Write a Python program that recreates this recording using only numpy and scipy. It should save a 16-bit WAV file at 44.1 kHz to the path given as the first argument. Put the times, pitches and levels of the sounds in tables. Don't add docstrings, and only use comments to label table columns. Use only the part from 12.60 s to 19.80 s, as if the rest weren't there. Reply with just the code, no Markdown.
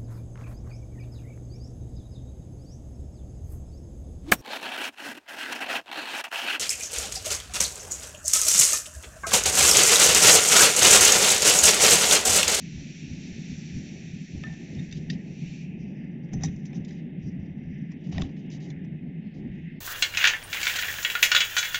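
import sys
import numpy as np
from scipy import signal
from scipy.fft import rfft, irfft, next_fast_len
from scipy.io import wavfile
from scipy.ndimage import uniform_filter1d

SR = 44100
rng = np.random.default_rng(int(sys.argv[2]) if len(sys.argv) > 2 else 0)


def boost_factor(decibels):
    exponent = np.asarray(decibels, float) / 20
    return 10 ** exponent


def transcribe(u):
    v = np.clip(np.atleast_2d(u).T, -1, 1)
    q = np.round(v * 32767).astype(np.int16)
    wavfile.write(sys.argv[1], SR, q)


N = 317696
TIME = np.arange(N) / SR
STEPS = np.arange(0, N / SR, .001)


def curve(table):
    time_s, level_db = np.array(table).T
    return boost_factor(np.interp(TIME, time_s, level_db))


def walk(rate_hz):
    hold = int(SR / rate_hz)
    levels = np.repeat(rng.standard_normal(N // hold + 1), hold)
    return 1.85 * uniform_filter1d(uniform_filter1d(levels, hold), hold)[:N]


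def noise_band(order, cutoff_hz, kind, x):
    return signal.sosfilt(signal.butter(order, cutoff_hz, kind, fs=SR, output="sos"), x)


def band_rms(x, lo_hz, hi_hz):
    hz = np.fft.rfftfreq(len(x), 1 / SR)
    inside = (hz > lo_hz) & (hz < hi_hz)
    return np.sqrt(2 * np.sum(np.abs(rfft(x)[inside]) ** 2)) / len(x)


def turbulence(source, colour, flicker_db, flicker_rate, count):
    size = next_fast_len(N)
    place = np.log(np.fft.rfftfreq(size, 1 / SR) + 1)
    hz, db = np.array(colour).T
    points = np.log(hz)
    spectrum = rfft(source, size) * boost_factor(np.interp(place, points, db, left=-120, right=-120))
    centres = np.linspace(points[0], points[-1], count)
    out = 0
    for row in np.eye(count):
        band = irfft(spectrum * np.interp(place, centres, row), size)[:N]
        out = out + band * boost_factor(flicker_db * walk(flicker_rate))
    return out


def steady(x, span_s, share):
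    k = int(span_s * SR)
    power = uniform_filter1d(uniform_filter1d(x ** 2, k), k)
    even = x / power ** (share / 2)
    return even * np.std(x) / np.std(even)


def peaks(rows, rise, fall, rest_db):
    s, db = np.array(rows).T[:, :, None]
    slopes = (db - np.maximum(rise * (s - STEPS), fall * (STEPS - s))).max(axis=0)
    return np.maximum(np.interp(TIME, STEPS, slopes), rest_db)


def strokes(rows, rise):
    s, hold, db, fade = np.array(rows).T[:, :, None]
    before, after = rise * (s - STEPS), fade * (STEPS - s - hold)
    shape = db - np.maximum(np.maximum(before, after), 0)
    return boost_factor(np.interp(TIME, STEPS, shape.max(axis=0)))


def ring(hz, t60, size, spread=1):
    t = TIME[:size]
    return np.sin(2 * np.pi * (hz * t + spread * rng.random())) * np.exp(-np.log(1000) * t / t60)


def onset(rise_s, size):
    return np.minimum(TIME[:size] / rise_s, 1)


def add(track, sound, s):
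    i = int(s * SR)
    track[i:i + len(sound)] += sound[:N - i]


# time_s, level_db
FLAME_REST = [
    (0, -38),
    (1.5, -37.5),
    (2.6, -37),
    (3.2, -36),
    (4.2, -35),
    (5.2, -37),
    (6.2, -35.5),
    (6.75, -35),
    (7.2, -38),
]
# peak_s, level_db
FLARES = [(0.309, -36.5), (0.549, -35), (0.793, -34.0), (0.923, -32), (1.182, -32.5), (1.556, -34.5),
          (1.861, -33), (2.205, -30), (2.385, -31.7), (2.529, -28), (2.839, -32.5), (3.133, -33.5),
          (3.462, -34.5), (3.552, -35.5), (3.756, -25.5), (3.861, -28), (4.18, -30), (4.565, -32),
          (4.674, -31), (4.769, -32.5), (4.969, -35.1), (5.113, -33), (5.223, -31), (5.498, -30),
          (5.617, -27.5), (5.946, -34.5), (6.091, -34), (6.356, -31), (6.545, -37), (6.859, -30.5)]
# lowest_s, level_db
LULLS = [(0.354, -49.5), (0.748, -44), (0.963, -43.5), (1.397, -45.5), (1.671, -47.5), (2.07, -47),
         (2.3, -43.5), (2.749, -44.5), (3.697, -41.7), (4.62, -43), (4.934, -43), (5.398, -47.5),
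         (6.395, -45.5), (6.71, -47), (6.909, -41.5), (7.104, -44.5)]
FLARE_DB_PER_S, LULL_DB_PER_S, FLARE_EXTRA_DB, LULL_EXTRA_DB = 160.5, 330, 1.5, -0.5


def burning():
    rest_db = np.interp(TIME, *np.array(FLAME_REST).T)
    up = peaks(np.add(FLARES, [0, FLARE_EXTRA_DB]), FLARE_DB_PER_S, FLARE_DB_PER_S, rest_db)
    dips = np.add(LULLS, [0, LULL_EXTRA_DB]) * [1, -1]
    down = -peaks(dips, LULL_DB_PER_S, LULL_DB_PER_S, 0)
    return boost_factor(np.minimum(up, down))


# pitch_hz, density_db
ROAR_COLOUR = [(12, -50.5), (20, -19), (38, -5.5), (70, -16.5), (117, -17), (134, -7), (152, 2),
               (178, -1.5), (265, -10), (333, -17.5), (390, -20.5), (448, -29), (855, -39.5), (1000, -54.5),
               (1300, -57), (1690, -68.5), (2860, -120)]


def roar(gusts):
    source = rng.standard_normal(N) * boost_factor(gusts)
    tone = turbulence(source, ROAR_COLOUR, flicker_db=1.0, flicker_rate=9.2, count=7)
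    tone = steady(tone, span_s=0.082, share=0.9)
    tone /= band_rms(tone, 120, 400)
    tone = noise_band(3, 112, "high", tone)
    swell = burning()
    body = noise_band(2, 430, "low", tone)
    edge = (tone - body) * uniform_filter1d(swell, SR // 2) ** 0.58 * swell ** 0.44
    return body * swell + edge


# peak_s, level_db
PUFFS = [(0.175, -39), (0.519, -39), (0.728, -44.5), (0.928, -45.5), (1.157, -39), (1.522, -44.9),
         (1.761, -41), (1.921, -45), (2.17, -41.5), (2.285, -43), (2.355, -40.5), (2.469, -46),
         (2.549, -47), (2.714, -56), (2.878, -43.5), (3.243, -45), (3.522, -55), (3.771, -34.1),
         (3.886, -42.0), (4.205, -46), (4.654, -41), (4.799, -40.5), (4.914, -47.5), (5.083, -39.5),
         (5.632, -34.5), (5.966, -58), (6.171, -53), (6.49, -53), (6.894, -37.5), (7.014, -51),
         (3.82, -42),
    (3.95, -44),
    (4.7, -47),
    (5.575, -34),
    (5.68, -39.5),
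    (6.79, -47.5),
]
PUFF_REST_DB, PUFF_RISE_DB_PER_S, PUFF_FALL_DB_PER_S, PUFF_EXTRA_DB = -59, 297.5, 220.5, 2


def puffing(gusts):
    puffs = noise_band(2, [70, 108], "band", rng.standard_normal(N))
    puffs = steady(puffs, span_s=.04, share=.9)
    puffs *= boost_factor(2.1 * gusts - 1.0) / band_rms(puffs, 45, 130)
    air = noise_band(2, 62, "low", rng.standard_normal(N))
    level_db = peaks(PUFFS, PUFF_RISE_DB_PER_S, PUFF_FALL_DB_PER_S, PUFF_REST_DB)
    return (puffs + boost_factor(18.0) * air) * boost_factor(PUFF_EXTRA_DB + level_db)


def flame():
    gusts = 1.16 * walk(20)
    return roar(gusts) + puffing(gusts)


# time_s, level_db
JET = [
    (0.0, -55.5),
    (1.18, -55.5),
    (1.43, -58),
    (2.05, -61),
    (2.22, -61),
    (2.57, -70.5),
    (2.9, -58),
    (3.03, -63.5),
    (3.1, -76.5),
    (3.3, -94),
]
# time_s, level_db
DARK_HISS = [(0, -75), (1.3, -62.5), (2.55, -57.5), (2.9, -69), (3.1, -63), (3.92, -58), (5.13, -60.5),
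             (6.1, -59), (6.7, -62), (6.92, -59), (7.0, -55.5), (7.2, -59)]
# start_s, hold_s, level_db, fade_db_per_s
GAP = [
    (2.85, 0.29, -57.5, 39.5),
]
# pitch_hz, density_db
JET_COLOUR = [(710, -54), (1200, -26.5), (1450, -18.5), (1790, -6.5), (2120, -5.5), (2270, -1), (2570, 0),
              (2860, -6.5), (3390, -9), (3660, -6.5), (4100, -10.5), (4350, -8), (4950, -13), (5450, -8.5),
              (5760, -3), (6200, -9.5), (7040, -14.5), (7550, -14.5), (9820, -50), (16600, -120)]
# pitch_hz, density_db
DARK_HISS_COLOUR = [(650, -54), (1100, -47), (1340, -17.5), (1790, 3), (1980, 5), (2140, 6), (2340, -3),
                    (2500, 1.5), (2780, -1), (3350, -11.5), (3730, -12.5), (4080, -27.5), (4600, -31),
                    (5150, -31.5), (5980, -53), (10100, -120)]
GAP_RISE_DB_PER_S = 41


def jet():
    bare = turbulence(rng.standard_normal(N), JET_COLOUR, flicker_db=.7, flicker_rate=40, count=9)
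    gap = noise_band(3, [2250, 2950], "band", bare[::-1])
    dark = turbulence(rng.standard_normal(N), DARK_HISS_COLOUR, flicker_db=1.53, flicker_rate=17, count=6)
    free = bare * curve(JET) / band_rms(bare, 4000, 7500)
    escaping = gap * strokes(GAP, GAP_RISE_DB_PER_S) / np.std(gap)
    return free + escaping + dark * curve(DARK_HISS) / band_rms(dark, 1600, 3200)


# start_s, top_db, low_db, wall_db, rim_db
KNOCKS = [(1.8364, -55, -45, -34.5, -42), (1.868, -63, -49, -43, -62), (1.882, -60, -49, -47, -65),
          (1.926, -62, -49, -52, -56), (1.936, -53, -52, -48, -56), (2.1485, -48, -70, -60, -53),
          (2.1924, -51, -73, -47, -47), (2.311, -48, -72, -50, -47.5), (2.325, -44, -75, -40, -40),
          (2.4996, -42, -80, -34, -38), (2.502, -40, -80, -41, -32.5), (2.5048, -46, -81, -38, -37),
          (2.508, -45, -80.5, -48, -44),
          (3.689, -81, -60, -54, -72), (3.7325, -43, -47, -46, -54), (3.8085, -58, -52, -50, -57),
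               (3.8342, -27.5, -36.5, -39.5, -45), (3.8462, -38, -47, -40, -58),
               (3.857, -42, -59, -52, -45), (3.882, -54, -59, -47, -54), (3.9604, -55, -63, -59, -73),
               (4.0542, -51, -67, -49.5, -58), (4.129, -59, -52, -46, -58), (4.2473, -50, -75, -53, -50),
               (4.2804, -58, -61, -54, -66), (4.3056, -51.5, -72, -46.5, -55), (5.3163, -56, -53, -53, -79),
               (5.4686, -57, -59, -56, -65), (5.514, -55, -62, -57, -63), (5.5232, -57, -47, -45, -51),
               (5.5463, -57, -50, -47, -58), (5.5807, -43, -33, -36, -31), (5.594, -50, -42, -51, -54),
               (5.611, -44, -50, -51, -56), (5.619, -39, -37, -36.5, -30.5), (5.633, -57, -54, -49, -50),
               (5.7653, -65, -62, -52, -61), (5.8995, -50, -63, -51, -64), (6.101, -48, -55.5, -52, -46.5),
               (6.2462, -65, -59, -56, -79)]
# pitch_hz, level_db, share of the ring time
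LOW_MODES = [(470, 0, 0.54), (655, -2, 1), (750, 2.5, 1), (1000, -5, 0.82), (1170, -7, 0.28),
             (1190, -15, 0.31)]
# pitch_hz, level_db, share of the ring time
WALL_MODES = [(1806, 2, 0.87), (1930, 4.5, 0.96), (2140, 0.5, 0.56), (2260, -2, 0.8), (2560, -2.5, 1),
              (2650, -9, 0.84)]
# pitch_hz, level_db, share of the ring time
RIM_MODES = [(3100, 0, 0.35), (3240, 1.5, 0.35), (3580, 7, 0.41), (3720, 0.5, 0.4), (4230, -4.5, 0.5)]
# pitch_hz, level_db, share of the ring time
TOP_MODES = [(4440, -9, 0.42), (4770, -6.5, 0.626), (5205, -2.5, 0.84), (5820, -4, 0.77), (6070, -4, 0.48),
             (6680, -10.5, .4), (7070, -8.5, .4)]
HELD_T60_S = 0.024
SOFT_CONTACT_S, HARD_FROM_DB, SHORTER_S_PER_DB = 0.0088, -42.5, 0.14
PRESS_S = .0012


def knocks():
    out, size = np.zeros(N), SR // 8
    groups = (LOW_MODES, WALL_MODES, RIM_MODES, TOP_MODES)
    for s, top_db, low_db, wall_db, rim_db in KNOCKS:
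        contact_s = SOFT_CONTACT_S - SHORTER_S_PER_DB * max(rim_db - HARD_FROM_DB, 0)
        decay = np.exp(-TIME[:size] / max(contact_s / 2, .0005))
        push = rng.standard_normal(size) * decay * onset(PRESS_S, size)
        for modes, level_db in zip(groups, (low_db, wall_db, rim_db, top_db)):
            body = np.zeros(size)
            for hz, db, share in modes:
                gain = boost_factor(db + 1.3 * rng.standard_normal())
                detuned_hz = hz * (1 + 0.013 * rng.standard_normal())
                body += gain * ring(detuned_hz, HELD_T60_S * share, size)
            sound = signal.fftconvolve(push, body)[:size]
            sound = noise_band(4, 1.106 * modes[0][0], "high", sound)
            add(out, boost_factor(level_db + 1.5) * sound / np.abs(sound).max(), s)
    return out


# start_s, pitch_hz,
# level_db, t60_s, rattle (0-1)
PING = [(1.837, 1270, -43, .07, .3), (1.837, 3550, -42, .03, .2), (1.84, 2500, -48, .06, .5),
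        (1.845, 1300, -51, .12, .7), (1.9, 870, -57, .15, .8), (1.88, 3680, -60, .4, .4),
        (2.188, 3720, -49, .16, .4), (2.19, 1850, -50, .16, .5), (2.326, 3690, -42, .085, .3),
        (2.325, 2750, -39, .03, .2), (2.327, 4790, -48, .07, .4), (2.325, 6050, -40, .045, .3),
        (2.325, 7250, -47, .03, .3), (2.499, 4690, -33, .05, .3), (2.504, 5206, -44, .11, .2),
        (2.5, 1860, -29.5, .03, .1), (2.502, 3600, -34, .03, .2), (2.501, 2600, -39, .03, .3),
        (2.9, 3200, -70, .6, .96), (3.25, 4830, -76, .3, 1), (3.355, 5200, -69.5, .2, 1),
             (3.365, 5850, -72, .06, 1), (3.4, 4790, -74.5, .5, 1), (3.635, 4750, -70, .12, .8),
             (3.733, 5350, -43, .05, .4), (3.736, 6080, -44, .14, .3), (3.736, 780, -45, .07, .4),
             (3.736, 1850, -48, .05, .3), (3.834, 5850, -30, .03, .1), (3.836, 5760, -36, .07, .4),
             (3.835, 1860, -38, .05, .3), (3.836, 790, -39, .1, .03), (3.845, 6000, -36, .06, .3),
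             (3.845, 7700, -47, .08, .7), (3.846, 1860, -39, .04, .3), (3.856, 6090, -41, .08, .5),
             (3.857, 5700, -42, .06, .5), (3.957, 6100, -62, .08, .6), (4.3, 3810, -58, .2, .6),
             (5.522, 5800, -54, .06, .4), (5.524, 720, -45, .09, .4), (5.545, 4500, -51, .05, .3),
             (5.581, 1860, -35, .03, .1), (5.581, 4950, -41, .02, .2), (5.581, 3000, -37, .02, .2),
             (5.583, 800, -41, .16, .82), (5.583, 590, -39, .074, .3), (5.61, 4800, -48, .03, .3),
             (5.619, 3850, -36, .025, .2), (5.62, 3350, -35, .025, .2), (5.62, 1100, -36, .032, .2),
             (5.62, 5130, -41, .025, .2), (5.663, 6050, -62, .06, .4), (6.244, 5250, -66, .05, .4)]


def pings():
    out, size = np.zeros(N), 3 * (SR // 8)
    for s, hz, db, t60, rattle in PING:
        shake = uniform_filter1d(rng.standard_normal(size), size=120) * np.sqrt(120)
        roughness = 1 + rattle * (shake - 1) * onset(0.012, size)
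        add(out, boost_factor(db) * ring(hz, t60, size) * roughness * onset(0.0015, size), s)
    return out


# start_s, pitch_hz, level_db, t60_s, until_s
WIRE = [
    (1.8375, 1787, -37.5, .6, 1.886),
    (1.897, 1789, -49.5, .6, 2.05),
    (3.81, 3760, -62, .8, 3.84),
    (3.838, 3765, -50, .6, 3.879),
]


def wire():
    out, size = np.zeros(N), 3 * (SR // 8)
    for s, hz, db, t60, until in WIRE:
        touch = np.clip((until - s - TIME[:size]) / 0.0048, 0, 1)
        tone = ring(hz, t60, size, spread=0) * onset(0.0041, size) * touch
        add(out, boost_factor(db) * tone * boost_factor(0.95 * walk(60)[:size]), s)
    return out


# start_s, level_db, from_hz, to_hz
CRACKS = [
    (2.3255, -36, 2000, 7000),
    (3.734, -40, 1500, 7000),
    (3.835, -33, 1500, 6500),
    (5.582, -34, 600, 4500),
    (5.6205, -29, 800, 4800),
]


def cracks():
    out, size = np.zeros(N), SR // 8
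    for s, db, lo_hz, hi_hz in CRACKS:
        crack = noise_band(2, [lo_hz, hi_hz], "band", signal.unit_impulse(size))
        add(out, boost_factor(db) * crack / np.abs(crack).max(), s)
    return out


# start_s, level_db, pitch_hz
THUMPS = [
    (2.505, -21, 155),
    (3.737, -7, 157),
    (3.837, -8, 173),
    (5.576, -14, 159.4),
    (5.613, -24.5, 171),
]


def thumps():
    out, size = np.zeros(N), SR // 8
    for s, db, hz in THUMPS:
        add(out, boost_factor(db - 4.0) * ring(hz, 0.051, size) * onset(0.017, size), s)
    return out


# start_s, hold_s, level_db, fade_db_per_s
THIN_HISS = [(3.7, 0.66, -83, 200), (4.75, 1.05, -84, 40), (3.185, 0.12, -72.5, 52), (3.52, .01, -75, 304),
             (3.64, .02, -75, 88), (4.624, 0.034, -72, 151), (4.674, .01, -68.5, 250), (4.8, .06, -78.5, 500),
             (4.85, .01, -76, 299), (4.94, .01, -84, 200), (4.985, .015, -82, 200), (5.04, .07, -78, 100),
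             (5.17, 0.046, -77, 63), (5.27, .02, -83, 200), (5.41, .015, -79, 301), (5.36, .02, -83, 200),
             (5.32, .005, -71, 400)]
# start_s, hold_s, level_db, fade_db_per_s
SEAT = [
    (3.712, .01, -83, 600),
    (3.734, 0.015, -58, 500),
    (3.77, 0.032, -69, 100),
    (3.81, 0.016, -61, 300),
    (3.838, 0.016, -44.5, 600),
    (3.89, 0.036, -65.5, 200),
    (3.96, 0.0093, -67.5, 250),
    (4.054, .004, -63, 300),
    (4.14, 0.026, -62, 300),
]
# start_s, hold_s, level_db, fade_db_per_s
TWIST = [(2.33, 0.044, -60, 300), (2.503, .012, -55.5, 600), (2.525, .018, -58, 500),
         (4.25, .005, -64, 400), (4.28, 0.039, -66.5, 350), (4.34, 0.055, -75.5, 250),
         (5.44, 0.054, -74, 300), (5.522, 0.11, -61, 210), (5.766, 0.0091, -73, 200),
         (5.865, .005, -80, 500), (5.915, 0.033, -58, 400), (6.004, 0.09, -62, 330),
         (6.244, .003, -78, 700), (6.742, 0.022, -70, 270), (6.78, 0.024, -73.5, 200),
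         (6.915, .03, -82, 200), (6.95, 0.035, -79, 150), (7.03, .03, -84.5, 300)]
# start_s, hold_s, level_db, fade_db_per_s
GRIND = [
    (1.845, .09, -62.5, 300),
    (3.736, .02, -61, 300),
    (3.81, .02, -54, 200),
    (3.838, .04, -58, 300),
    (4.11, .05, -61.5, 200),
    (5.32, .005, -64.5, 400),
    (5.525, .04, -60, 200),
    (5.565, .045, -51, 200),
    (5.62, .03, -56, 150),
    (5.68, .025, -63.5, 300),
]
# start_s, hold_s, level_db, fade_db_per_s
SEAM = [
    (6.42, 0.089, -90.5, 99),
    (6.64, .1, -84.5, 102),
    (7.11, 0.099, -85, 100),
]
# pitch_hz, density_db
THIN_HISS_COLOUR = [(2350, -38), (4000, -10.5), (4450, -10.5), (4770, 0), (5180, -3), (5900, 3.5), (6140, -5),
                    (6370, -6.5), (7550, -19), (9820, -49), (16600, -120)]
# pitch_hz, density_db
SEAT_COLOUR = [(1650, -44), (2800, -28.5), (3520, -23), (3640, -8.5), (3790, -9.5), (3970, -17),
               (4610, -17.5), (5960, -2), (6290, -0.5), (6370, -15.5), (6690, -10), (7100, -13),
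               (7500, -29), (9820, -69.5), (16600, -120)]
# pitch_hz, density_db
TWIST_COLOUR = [(1650, -24.5), (2800, -2.5), (3020, 0.5), (3470, -5.5), (3850, -1), (4210, -7.5),
                (4860, -2.5), (5330, -5.5), (5760, -4.5), (6530, -7), (7550, -17.5), (9820, -41.5),
                (16600, -120)]
# pitch_hz, density_db
GRIND_COLOUR = [(300, -30), (500, 2), (800, 3.5), (1000, -9), (1350, -10), (1900, -5), (2600, -9),
                (3600, -18), (5000, -41.5)]
# pitch_hz, density_db
SEAM_COLOUR = [(3000, -32.5), (3800, -4), (4250, 6), (4700, -3.5), (5150, 0.5), (5500, -16), (6500, -30)]
SCRAPE_RISE_DB_PER_S, SLOW_RISE_DB_PER_S = 2600.5, 699.5


def rubbing():
    bursts_db = 1.5 * rng.exponential(size=N) * (rng.random(N) < .08)
    slips = rng.standard_normal(N) * boost_factor(bursts_db + 2.2 * walk(90))
    bright, dull = (4200, 7500), (500, 3000)  # Hz, where the level is set
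    scrapes = (
        (THIN_HISS, THIN_HISS_COLOUR, SLOW_RISE_DB_PER_S, bright),
        (SEAT, SEAT_COLOUR, SCRAPE_RISE_DB_PER_S, bright),
        (TWIST, TWIST_COLOUR, SCRAPE_RISE_DB_PER_S, bright),
        (GRIND, GRIND_COLOUR, SLOW_RISE_DB_PER_S, dull),
        (SEAM, SEAM_COLOUR, SLOW_RISE_DB_PER_S / 4, bright),
    )
    out = np.zeros(N)
    for table, colour, rise, band_hz in scrapes:
        scrape = turbulence(slips, colour, flicker_db=1.5, flicker_rate=30, count=6)
        out += scrape * strokes(table, rise) / band_rms(scrape, *band_hz)
    return out


def scene():
    cup = rubbing() + knocks() + pings() + wire() + cracks() + thumps()
    return (flame() + jet() + cup)[None]


def shaped(x, gains):
    size = next_fast_len(N + SR // 8)
    gain = boost_factor(np.interp(np.fft.rfftfreq(size, 1 / SR), *np.array(gains).T))
    return irfft(rfft(x, size) * gain, size)[..., :N]


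# pitch_hz, level_db
CUT = [(7350, 0), (7550, -3), (7750, -13), (7980, -21), (8080, -45), (8300, -90)]
# pitch_hz, level_db
IMAGE = [(7900, -90), (8060, -46), (8200, -24.5), (8600, -20.5), (9200, -31.5), (9600, -43.5), (10200, -91)]


def slow_sampling(dry):
    sample_hz = 16000
    mirror = 2 * dry * np.cos(2 * np.pi * sample_hz * TIME)
    return shaped(dry, CUT) + shaped(mirror, IMAGE)


def band_limit(x):
    return signal.sosfilt(signal.butter(12, 15720, fs=SR, output="sos"), x)


def record(dry):
    dry = dry * np.clip((TIME[-1] - TIME) / .012, 0, 1)
    noise = boost_factor(-92.5) * rng.standard_normal(dry.shape)
    return band_limit(slow_sampling(dry) + noise)


dry = scene()
out = record(dry)
transcribe(out)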